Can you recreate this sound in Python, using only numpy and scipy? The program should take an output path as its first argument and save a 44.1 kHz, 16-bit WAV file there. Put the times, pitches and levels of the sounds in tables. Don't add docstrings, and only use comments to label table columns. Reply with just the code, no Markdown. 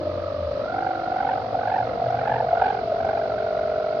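import sys
import numpy as np
from scipy import signal
from scipy.fft import rfft, irfft, next_fast_len
from scipy.io import wavfile
from scipy.ndimage import map_coordinates

SR = 44100
rng = np.random.default_rng(int(sys.argv[2]) if len(sys.argv) > 2 else 0)


def digitize_waveform(pressure):
    field = np.atleast_2d(pressure).T
    bounded = np.clip(field, -1, 1)
    quanta = np.round(bounded * 32767).astype(np.int16)
    wavfile.write(sys.argv[1], SR, quanta)


N = 176400

# frequency_hz, level_db
WIND_COLOUR = [(20, -36), (35, -16), (50, -5), (75, -2), (115, 2.5), (170, -5), (260, -2.5), (380, -7),
               (500, 4.5), (1000, -12.5), (2000, -27.5), (3500, -52.5), (5000, -51.5), (7000, -65),
               (9000, -77)]
# frequency_hz, likeness_0_to_1
WIND_LIKENESS = [(30, .6), (100, 0.88), (300, 0.96), (700, 0.3), (1500, 0.092), (3000, .05)]
# time_s, level_db
WIND_STRENGTH = [(0, -37), (1.3, -36), (2, -33), (2.9, -35), (3.4, -35), (4, -37.5)]
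# frequency_hz, level_db
HISS_COLOUR = [(800, -38), (1800, -2.5), (2500, 2), (3100, -1), (4200, 3.5), (4900, 0), (6100, -13.5),
               (7000, -24), (8000, -54.5), (10000, -39.5), (15000, -27)]
# start_s, level_db
GRASS_TICKS = [(2.105, -44.5), (3.0513, -47)]
# time_s, pitch_hz, level_db
DISTANT_HUMS = [
    [(0.0, 94, -48), (0.062, 86, -37), (0.27, 94.7, -39.5), (0.35, 87, -46), (0.45, 79.3, -34.5),
     (0.56, 76, -46.5), (0.7, 80, -60)],
    [(1.55, 110, -55), (1.756, 108.7, -45), (1.83, 116.8, -36), (1.99, 120.6, -43.5), (2.08, 121.6, -35.5),
     (2.2, 123, -41), (2.33, 121.4, -36.5), (2.578, 132.6, -54), (2.6, 130.3, -70)],
]
# time_s, swings_per_s
SWING_RATE = [(0.0, 24.518), (0.25, 23.803), (0.9, 23.907), (1.3, 23.337), (1.9, 23.341), (2.3, 23.485),
              (2.85, 23.031), (3.15, 23.991), (3.5, 23.868), (4.0, 23.769)]
# time_s, main_tone_hz, whistle_top_hz, main_tone_db, air_db
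FORWARD_STROKE = [(0, 599, 629, -27.5, -43.5), (.3, 591, 656, -30.5, -43.5), (.45, 581, 617, -27.5, -45),
                  (.62, 577, 643, -28.5, -42), (.69, 616, 754, -28.5, -44.5), (.74, 760, 747, -26.5, -38.5),
                  (.86, 752, 807, -22, -37.5), (1.02, 729, 727, -30, -41.5), (1.17, 748, 755, -21.5, -37.5),
                  (1.25, 804, 765, -23, -36), (1.3, 748, 893, -27.5, -36.5), (1.39, 743, 673, -26.5, -41),
                  (1.5, 711, 669, -29, -43), (1.58, 707, 725, -22.5, -42), (1.68, 739, 795, -23.5, -35),
                  (1.78, 748, 880, -22.5, -37), (1.85, 686, 725, -25, -38.5), (1.95, 706, 703, -28.5, -40),
                  (2.05, 700, 720, -20, -42), (2.22, 701, 780, -26.5, -35.5), (2.32, 688, 884, -25, -35),
                  (2.4, 686, 887, -25, -38), (2.46, 660, 749, -23.5, -40.5), (2.56, 688, 750, -20.5, -38),
                  (2.65, 788, 877, -17.5, -34), (2.76, 719, 798, -29, -40), (2.86, 640, 708, -26, -43.5),
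                  (2.98, 670, 762, -23, -40.5), (3.08, 669, 805, -23, -36), (3.25, 653, 767, -26, -41.5),
                  (3.6, 635, 746, -25, -39.5), (4, 634, 737, -25, -41.5)]
# time_s, extra_db, delay_strokes
BACK_STROKE = [(0, 0, .04), (.62, 0, .04), (.76, -5, .02), (.86, -7, .02), (1.02, -3.5, .02),
               (1.19, -8, .02), (1.3, 1, .02), (1.42, -2.5, .02), (1.62, -4.5, .02), (1.75, 0, .02),
               (1.85, -3.5, .02), (2.05, -3.5, .02), (2.25, 0, .02), (2.5, -3, .02), (2.75, -2, .02),
               (3.05, -1, .015), (3.35, .7, .012), (4, 1, .012)]
# time_s, extra_db
HARD_STROKES = [(.076, 5), (1.551, 5), (1.807, 2), (2.022, 2), (2.15, 4), (2.212, 4), (2.317, 2),
                (2.403, 3), (2.534, 5), (2.621, 2), (2.921, 3.5)]
# time_s, unsteadiness_factor
UNSTEADINESS = [(0, .6), (.3, .6), (.42, .13), (1.2, .35), (1.4, 1.25), (2.7, 1.25), (2.9, 1), (3.15, .9),
                (3.4, .45), (4, .4)]
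# time_s, pitch_hz, level_db
WEAK_TONES = [
    [(0, 333, -32.5), (.4, 287, -48), (.66, 300, -49), (.8, 317, -34), (1.15, 324, -39.5),
     (1.35, 263, -43.5), (2.6, 232, -49), (3.2, 240, -50), (4, 236, -53.5)],
    [(0, 502, -43.5), (.6, 502, -45.5), (.8, 538, -35.5), (1.2, 554, -37), (1.45, 525, -33.5),
     (1.6, 521, -36), (1.85, 516, -31.5), (2.1, 495, -35.5), (2.44, 509, -31.5), (2.52, 459, -36.5),
     (2.7, 430, -34), (2.9, 440, -35.5), (3.4, 427, -34.5), (4, 429, -33.5)],
    [(0, 1234, -44.5), (.25, 1243, -37.5), (.42, 1210, -39), (.6, 1270, -40), (.68, 1400, -33),
     (.88, 1380, -35.5), (1.05, 1385, -35), (1.2, 1426, -37), (1.3, 1480, -36.5), (1.45, 1260, -46.5),
     (1.56, 1410, -41), (1.77, 1750, -42.5), (1.88, 1252, -54), (2.15, 1500, -42), (2.38, 1725, -40),
     (2.48, 1397, -49), (2.55, 1450, -42), (2.62, 1497, -31), (2.7, 1584, -41), (2.82, 1230, -47),
     (3.08, 1493, -41.5), (3.25, 1400, -41), (4, 1358, -38)],
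]
# level_db, width_hz, noise_share_0_to_1
WHISTLE_OVERTONES = [(1, 92, 0.6), (-13.5, 110, 0.2)]
# frequency_hz, level_db
RASP_COLOUR = [(300, -33.5), (700, -1), (1000, 6), (1600, -1.5), (2400, -10), (3500, -18.5), (5000, -30.5),
               (7000, -44), (9000, -84.5)]
# time_s, level_db
TREBLE_LEVEL = [(0, -80.5), (1.15, -56.5), (1.32, -46), (1.45, -69.5), (1.6, -64), (1.77, -54), (1.95, -67),
                (2.15, -54.5), (2.33, -47.5), (2.48, -72.5), (2.58, -52.5), (2.66, -41), (2.74, -50.5),
                (2.86, -69), (3.08, -56), (3.2, -77.5), (4, -65)]
# frequency_hz, level_db
TREBLE_COLOUR = [(1000, -31), (1900, -3), (2900, 1), (4000, -8), (5500, -25.5), (8000, -54.5)]
# frequency_hz, gain_db, phase_rad
KITE_DIRECTION = [(300, .8, 0), (520, .7, 0), (700, 0, -.05), (900, -1, -.1), (1300, -.3, -.35),
                  (1700, -1.5, -.25), (3000, -1.5, -.5)]

SCATTER_DB, SCATTER_PITCH_SHARE = .9, .022
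SLIP_RAD, ROUGH_RAD = .73, .26


def amp(db):
    return 10 ** (np.asarray(db) / 20)


def curves(rows, t):
    times, *columns = np.transpose(rows)
    return [np.interp(t, times, column) for column in columns]


def along(rows, hz):
    frequencies, values = np.transpose(rows)
    return np.interp(np.log(hz + 1), np.log(frequencies + 1), values)


def wobble(rate):
    return map_coordinates(rng.standard_normal(int(N * rate / SR) + 4), [np.arange(N) * rate / SR])


def filtered(x, response):
    size = next_fast_len(N + SR // 2)
    return irfft(rfft(x, size) * response(np.fft.rfftfreq(size, 1 / SR)), size)[..., :N]


def rush(colour, likeness):
    def response(hz):
        spread = np.arccos(np.clip(along(likeness, hz), -1, 1)) / 2
        return amp(along(colour, hz)) * [np.cos(spread), np.sin(spread)]

    same, opposite = filtered(rng.standard_normal((2, N)), response)
    noise = np.array([same + opposite, same - opposite])
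    return noise / np.sqrt(np.mean(noise ** 2) + 1e-20)


def wind(t):
    db, = curves(WIND_STRENGTH, t)
    return amp(db + 1.1 * wobble(rate=11)) * rush(WIND_COLOUR, WIND_LIKENESS)


def hiss():
    return amp(-47 + .3 * wobble(rate=9.3)) * rush(HISS_COLOUR, likeness=[(1000, .021)])


def grass_ticks(t, pitch_hz=5100, width_hz=1200, fade_s=.018):
    out = np.zeros(N)
    for start_s, db in GRASS_TICKS:
        age = np.maximum(t - start_s, 0)
        fade = (t > start_s) * amp(-60 * age / fade_s)
        out += 3 * amp(db) * fade * wobble(2 * width_hz) * np.sin(2 * np.pi * pitch_hz * age)
    return out


def far_hums(t, fade_s=.1, octave_db=-26.5):
    out = np.zeros(N)
    for rows in DISTANT_HUMS:
        hz, db = curves(rows, t)
        phase = 2 * np.pi * np.cumsum(hz * (1 + .025 * wobble(rate=25))) / SR
        tone = np.sqrt(2) * (np.sin(phase) + amp(octave_db) * np.sin(2 * phase))
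        inside_s = np.minimum(t - rows[0][0], rows[-1][0] - t)
        fade = np.clip(1 + inside_s / fade_s, 0, 1)
        out += fade * amp(db + 1 + 1.8 * wobble(rate=13)) * tone
    return out


def field(x, echo_db=-12, fade_s=.07):
    def direction(hz):
        gain_db, phase = curves(KITE_DIRECTION, hz)
        sides = np.array([[1], [-1]])
        return amp(sides * gain_db) * np.exp(1j * sides * phase)

    direct = filtered(x, direction)
    age = np.arange(SR // 2) / SR
    echo = rng.standard_normal((2, len(age))) * amp(-60 * age / fade_s)
    echo /= np.linalg.norm(echo, axis=1, keepdims=True)
    return direct + amp(echo_db) * signal.fftconvolve(direct, echo, axes=1)[:, :N]


def whistle(phase, air_db, stroke_db, tone_boost_db=12):
    tone = amp(air_db + stroke_db + tone_boost_db) * np.sqrt(2) * np.sin(phase)
    overtones = 0
    for multiple, (db, width_hz, noise_share) in enumerate(WHISTLE_OVERTONES, 2):
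        blur = np.array([wobble(2 * width_hz) + 1j * wobble(2 * width_hz) for _ in range(2)])
        strength = np.sqrt(2 * (1 - noise_share)) + np.sqrt(noise_share) * blur
        overtones += amp(db) * np.imag(strength * np.exp(1j * multiple * phase))
    rasp_db = air_db.mean() - 1 + .92 * (air_db - air_db.mean())
    rasp = amp(rasp_db) * rush(RASP_COLOUR, likeness=[(700, .56), (2000, .16)])
    return tone + amp(air_db) * overtones + rasp


def ribbon(t, main_boost_db=2.7, back_pitch_ratio=.9076, pitch_drop_share=.26):
    rate = 2 * curves(SWING_RATE, t)[0]
    strokes = .141 + np.cumsum(rate) / SR + .003 * rate
    strokes -= curves(BACK_STROKE, t)[1] * np.sin(np.pi * strokes / 2) ** 2
    number = np.round(strokes).astype(int)
    place = strokes - number
    is_back = number % 2
    middle_s = t - place / rate
    main_hz, top_hz, main_db, air_db = curves(FORWARD_STROKE, middle_s)
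    snap_db = sum(db * (number == number[int(time_s * SR)]) for time_s, db in HARD_STROKES)
    stroke_db = is_back * curves(BACK_STROKE, middle_s)[0] + snap_db
    unsteady, = curves(UNSTEADINESS, middle_s)
    swell = np.sin(np.pi * np.clip((place + .5 - .07) / .9, 0, 1))

    def chance():
        return unsteady * rng.standard_normal(number[-1] + 1)[number]

    def ring(hz, db, looseness=1):
        pitch_hz = hz * (1 + looseness * SCATTER_PITCH_SHARE * chance())
        level = amp(db + looseness * SCATTER_DB * chance())
        shift = looseness * SLIP_RAD * chance() + ROUGH_RAD * unsteady * wobble(rate=300)
        return level * swell * np.sqrt(2) * np.sin(2 * np.pi * pitch_hz * place / rate + shift)

    main_tone = ring(main_hz, main_db + main_boost_db + stroke_db)
    weak_tones = sum(ring(*curves(rows, middle_s), looseness=1.8) for rows in WEAK_TONES)
    peak_hz = top_hz * back_pitch_ratio ** is_back * (1 + SCATTER_PITCH_SHARE * chance())
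    sweep = place - pitch_drop_share * place ** 3 * 4 / 3
    phase = 2 * np.pi * peak_hz * sweep / rate + SLIP_RAD * chance() + np.pi / 2
    treble = amp(curves(TREBLE_LEVEL, t)[0]) * rush(TREBLE_COLOUR, likeness=[(2000, .19)])
    air = whistle(phase, air_db + SCATTER_DB * chance(), stroke_db) + treble
    speed = np.cos(np.pi * place)
    return main_tone + weak_tones + speed * air


def scene():
    t = np.arange(N) / SR
    kite = field(ribbon(t))
    low_sounds = (far_hums(t) + wind(t)) * amp([[.7], [-.7]])
    high_sounds = (hiss() + grass_ticks(t)) * amp([[-26], [0]])
    return kite + low_sounds + high_sounds


def record(dry, top_hz=15460):
    return filtered(dry, lambda hz: hz < top_hz)


dry = scene()
out = record(dry)
digitize_waveform(out)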